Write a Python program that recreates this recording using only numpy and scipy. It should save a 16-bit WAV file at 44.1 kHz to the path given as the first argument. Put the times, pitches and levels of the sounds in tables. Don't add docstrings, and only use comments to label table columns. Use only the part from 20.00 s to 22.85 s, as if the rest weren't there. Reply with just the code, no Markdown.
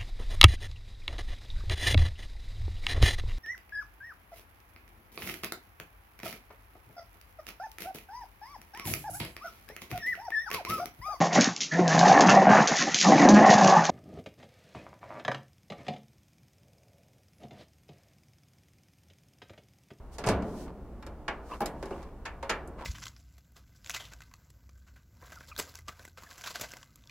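import sys
import numpy as np
from scipy import signal
from scipy.fft import rfft, irfft, next_fast_len
from scipy.io import wavfile
from scipy.ndimage import uniform_filter1d

SR = 44100
rng = np.random.default_rng(int(sys.argv[2]) if len(sys.argv) > 2 else 0)


def unload_audio(sound):
    columns = np.transpose(np.atleast_2d(sound))
    steps = np.round(np.clip(columns, -1, 1) * 32767)
    wavfile.write(sys.argv[1], SR, steps.astype(np.int16))


N = 125685
T = np.arange(N) / SR
BAND_HZ = 25 * 2 ** (np.arange(29) / 3)
COLOUR_HZ = (200, 750, 2200, 8000)
TOP_HZ, CUTOFF_HZ = 14000, 16000
CRACK_DB, CRACK_T60_S = 5, 0.041
BUILD_CYCLES = 2.24

# f/Hz, band level/dB
AIR_SPECTRUM = [(38, -56.5), (62, -49.5), (85, -73.5), (125, -59.5), (160, -66), (230, -60.5), (500, -63.5),
                (900, -62), (1600, -73.5), (3200, -83), (8000, -83)]
# f/Hz, band level/dB
CLOTH_SPECTRUM = [(3000, 1), (5500, 7.5), (10000, 4.5), (15000, -1.5)]
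# t/s, length/s, level/dB
RUSTLES = [(.105, 0.084, -55.5), (.40, 0.21, -60), (.52, 0.18, -54), (1.40, 0.25, -59), (1.66, 0.49, -63.5)]
# t/s, length/s, drive level/dB
SCRAPES = [(.645, 0.083, -52.5), (1.48, 0.11, -43), (1.80, 0.39, -54), (2.765, 0.11, -44)]
# f/Hz, width/Hz, gain/dB
SCRAPE_RINGS = [(615, 290, -16), (995, 300, -9.5), (2000, 200, -27.5)]
# t/s, length/s, f/Hz, level/dB
SQUEAKS = [(1.499, 0.032, 1120, -40.5), (1.512, .036, 1020, -38), (1.501, 0.065, 2740, -50),
           (1.918, 0.029, 2700, -54), (2.814, 0.093, 890, -39)]
# t/s, f/Hz, level/dB, rise/s, t60/s
FLEXES = [(.264, 121, -24, 0.0084, 0.1), (.286, 192, -19, 0.0066, .021), (0.25, 54, -34, 0.03, 0.61),
          (0.3, 100, -27.5, 0.027, .2), (.335, 68, -31.5, 0.028, 0.28)]

# t/s, then level/dB at each of COLOUR_HZ
HINGE_TAPS = [(2.4267, -55.5, -40, -45, -55.5)]
SPRING_CLANKS = [(2.2522, -60, -39.5, -34.5, -47.5), (2.4934, -34.5, -29.5, -24, -35)]
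RELEASE_CLUNKS = [(0.183, -43, -39.5, -47, -45), (.239, -35.5, -37, -37.5, -52),
                  (.263, -28.5, -31, -60, -39.5), (.270, -36, -28, -35, -39.5),
                  (.287, -32, -30, -34.5, -34), (.422, -46.5, -45, -53.5, -62)]
CATCH_SNAPS = [(1.2801, -40, -33, -30, -50.5)]
CATCH_SLIPS = [(1.605, -37.5, -29, -45.5, -51.5), (1.617, -34.5, -35.5, -42.5, -54.5)]
PIN_TICKS = [(1.025, -70, -47.5, -52.5, -66.5), (1.065, -42.5, -44, -53.5, -58.5),
             (1.6582, -55, -45.5, -43.5, -39.5)]
HOOD_KNOCKS = [(1.826, -40, -38, -48, -53.5), (1.856, -53, -46, -54, -55.5), (1.907, -37, -36, -52, -65),
               (2.027, -70, -59, -57.5, -61), (2.6742, -37, -66, -93, -53.5)]

# f/Hz, level/dB relative to the hit
HINGE_MODES = [(545, 8.5), (915, 6.5), (2120, -1)]
SPRING_MODES = [(468, -6.5), (899, -11), (1302, -7.5), (1653, -9.5), (1782, -5), (2444, -10), (4947, -13),
                (6718, -2)]
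HOOD_MODES = [(191, -10), (220, -9.5), (289, -13.5), (345, -18), (428, -9.5), (620, -16), (683, -30),
              (1018, -17)]
CATCH_MODES = [(818, -2.5), (1130, -1.5), (1432, -6.5), (1610, -4.5), (2186, -7.5), (2369, -14), (3020, -8)]
STRIKER_MODES = [(218, 0), (345, -17), (813, 3.5), (1035, -2.5)]
PIN_MODES = [(3780, 1.4), (5330, 3.5), (7600, 4.1), (11370, 1.47)]
HOOD_EDGE_MODES = [(340, -5.5), (392, -2), (560, -6)]

# f/Hz, band level/dB relative to the hit
PANEL_SPECTRUM = [(110, -16.5), (150, -10.5), (220, -9.5), (500, -6), (1000, -7), (2300, -8), (3400, -11),
                  (5000, -5), (8000, -7.5), (11000, -11.5), (15000, -26)]
# f/Hz, t60/s
PANEL_T60 = [(100, 0.16), (300, 0.3), (800, 0.29), (2200, 0.26), (6000, 0.083), (14000, 0.078)]
# f/Hz, t60/s
TAIL_T60 = [(150, 2.8), (700, 1.17), (2000, 0.37), (5000, 0.1), (12000, 0.21)]
# f/Hz, left-right correlation
CORRELATION = [(30, 0.95), (110, 1), (800, 0.98), (2200, .82), (4000, 0.04), (10000, 0.19)]
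# f/Hz, left minus right level/dB
BALANCE = [(1000, 0), (2500, -1), (4500, -4), (8000, -0.5), (13000, 2.5)]


def from_db(db):
    return 10 ** (np.asarray(db) / 20)


def at_hz(points, hz):
    freqs, values = np.transpose(points)
    return np.interp(np.log(hz), np.log(freqs), values)


def pan(hz):
    return from_db(at_hz(BALANCE, hz) * np.array([[.5], [-.5]]))


def decay(t, t60):
    return np.exp(-np.log(1000) * t / max(t60, 1e-3))


def swells(rows):
    return sum(from_db(db) * np.sin(np.pi * np.clip((T - start) / length, 0, 1)) ** 2
               for start, length, db in rows)


def noise_bands(ripple_db, mode_spacing_hz=35.42):
    size, bands = next_fast_len(N + SR // 2), []
    freqs = np.arange(size // 2 + 1) * SR / size
    knots = np.arange(SR // 20) * mode_spacing_hz
    peaks = np.clip(rng.standard_normal(len(knots)), -2, 2)
    ripple = ripple_db * np.interp(freqs, knots, peaks) * freqs / (freqs + COLOUR_HZ[1])
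    noise = irfft(rfft(rng.standard_normal((2, 2, size))) * from_db(ripple), size)
    for k, hz in enumerate(BAND_HZ):
        bandpass = signal.butter(2, [hz / 1.13, hz * 1.13], "band", fs=SR, output="sos")
        pair = signal.sosfilt(bandpass, noise[k % 2])[:, -N:]
        power = uniform_filter1d(pair ** 2, size=int(SR * max(9 / hz, .012)))
        mid, side = pair / np.sqrt(power + 1e-18)
        alike = np.clip(at_hz(CORRELATION, hz), 0, .999)
        stereo = np.sqrt((1 + alike) / 2) * mid + np.sqrt((1 - alike) / 2) * side * [[1], [-1]]
        bands.append(pan(hz) * stereo)
    return np.array(bands)


def coloured(bands, spectrum):
    return np.tensordot(from_db(at_hz(spectrum, BAND_HZ)), bands, 1)


def outdoor_rumble(bands):
    return coloured(bands, AIR_SPECTRUM)


def sleeves(bands):
    cloth = coloured(bands, CLOTH_SPECTRUM)
    return swells(RUSTLES) * cloth / cloth.std()


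def scrapes(bands, slips_per_s=710, slip_t60=0.016):
    slips = (rng.random(N) < slips_per_s / SR) * rng.random(N)
    grain = np.sqrt(signal.lfilter([1], [1, -decay(2 / SR, slip_t60)], slips + 1e-18))
    hiss = bands[BAND_HZ > COLOUR_HZ[0]].sum(0)
    friction = hiss * grain / grain.std() * swells(SCRAPES) + 1e-18
    return sum(from_db(db) * signal.lfilter(*signal.iirpeak(hz, hz / width, fs=SR), friction)
               for hz, width, db in SCRAPE_RINGS)


def squeaks(jitter_hz_at_1k=84.9):
    out, knots = 0, np.arange(0, T[-1], .003)
    for start, length, hz, db in SQUEAKS:
        wobble = np.interp(T, knots, rng.standard_normal(len(knots)))
        pitch = hz + jitter_hz_at_1k * np.sqrt(hz / 1000) * wobble
        out = out + pan(hz) * swells([(start, length, db)]) * np.sin(2 * np.pi * np.cumsum(pitch) / SR)
    return out


def waver(t, depth_hz=4.26):
    return np.cumsum(depth_hz * np.interp(t * 20, np.arange(32), rng.standard_normal(32))) / SR


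def struck(bands, hits, modes, t60_at_1k, ring_scale, tail_db, rise_s, top_db):
    out = np.zeros((2, N))
    t = T[:SR * 3 // 2]

    def attack(hz):
        return np.minimum(t / (rise_s + min(BUILD_CYCLES / hz, .012)), 1)

    crack = from_db(CRACK_DB) * decay(t, CRACK_T60_S)
    envelopes = []
    for hz in BAND_HZ:
        wash = decay(t, ring_scale * at_hz(PANEL_T60, hz))
        tail = from_db(tail_db) * decay(t, at_hz(TAIL_T60, hz))
        fade = np.sqrt(wash ** 2 + tail ** 2 + crack ** 2)
        envelopes.append(from_db(at_hz(PANEL_SPECTRUM, hz)) * attack(hz) * fade)
    phases = rng.random(len(modes))
    for start, *levels in hits:
        colour = [*zip(COLOUR_HZ, levels), (TOP_HZ, levels[-1] + top_db)]
        offset = rng.integers(N - len(t))
        hit = sum(from_db(at_hz(colour, hz)) * envelope * band[:, offset:offset + len(t)]
                  for hz, envelope, band in zip(BAND_HZ, envelopes, bands))
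        for (hz, db), phase in zip(modes, phases):
            t60 = t60_at_1k * (1000 / hz) ** .4
            stereo_angle = np.arccos(np.clip(at_hz(CORRELATION, hz), 0, 1))
            spread = stereo_angle * np.array([[.5], [-.5]]) * rng.choice([-1, 1])
            tone = np.sin(2 * np.pi * (hz * (start + t) + phase + waver(t)) + spread)
            hit += pan(hz) * from_db(db + at_hz(colour, hz)) * attack(hz) * decay(t, t60) * tone
        onset = int(start * SR)
        out[:, onset:onset + len(t)] += hit[:, :N - onset]
    return out


def hinges(bands):
    taps = struck(bands, HINGE_TAPS, HINGE_MODES,
                  t60_at_1k=0.16, ring_scale=1.0, tail_db=-3.5, rise_s=0.00085, top_db=1)
    clanks = struck(bands, SPRING_CLANKS, SPRING_MODES,
                    t60_at_1k=0.23, ring_scale=0.84, tail_db=-11, rise_s=0.0057, top_db=-0.5)
    return taps + clanks


def latch(bands):
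    clunks = struck(bands, RELEASE_CLUNKS, HOOD_MODES,
                    t60_at_1k=0.77, ring_scale=1.28, tail_db=-7, rise_s=0.00049, top_db=-4)
    snaps = struck(bands, CATCH_SNAPS, CATCH_MODES,
                   t60_at_1k=0.22, ring_scale=0.79, tail_db=-10, rise_s=0.0011, top_db=-39)
    slips = struck(bands, CATCH_SLIPS, STRIKER_MODES,
                   t60_at_1k=0.15, ring_scale=0.97, tail_db=-9, rise_s=0.00029, top_db=18.5)
    ticks = struck(bands, PIN_TICKS, PIN_MODES,
                   t60_at_1k=0.082, ring_scale=0.71, tail_db=-6.5, rise_s=0.00046, top_db=3)
    return clunks + snaps + slips + ticks


def hood(bands):
    out = struck(bands, HOOD_KNOCKS, HOOD_EDGE_MODES,
                 t60_at_1k=0.31, ring_scale=0.91, tail_db=-14.5, rise_s=0.00076, top_db=3)
    for start, hz, db, rise, t60 in FLEXES:
        t = np.maximum(T - start, 0)
        envelope = np.minimum(t / rise, 1) * decay(np.maximum(t - rise, 0), t60)
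        out += from_db(db) * envelope * np.sin(2 * np.pi * hz * t)
    return out


def scene():
    metal, air = noise_bands(ripple_db=3), noise_bands(ripple_db=0)
    truck = latch(metal) + hinges(metal) + hood(metal) + scrapes(metal) + squeaks()
    return truck + sleeves(air[..., ::-1]) + outdoor_rumble(air)


def record(dry):
    return signal.sosfilt(signal.ellip(10, .2, 70, CUTOFF_HZ, fs=SR, output="sos"), dry)


dry = scene()
out = record(dry)
unload_audio(out)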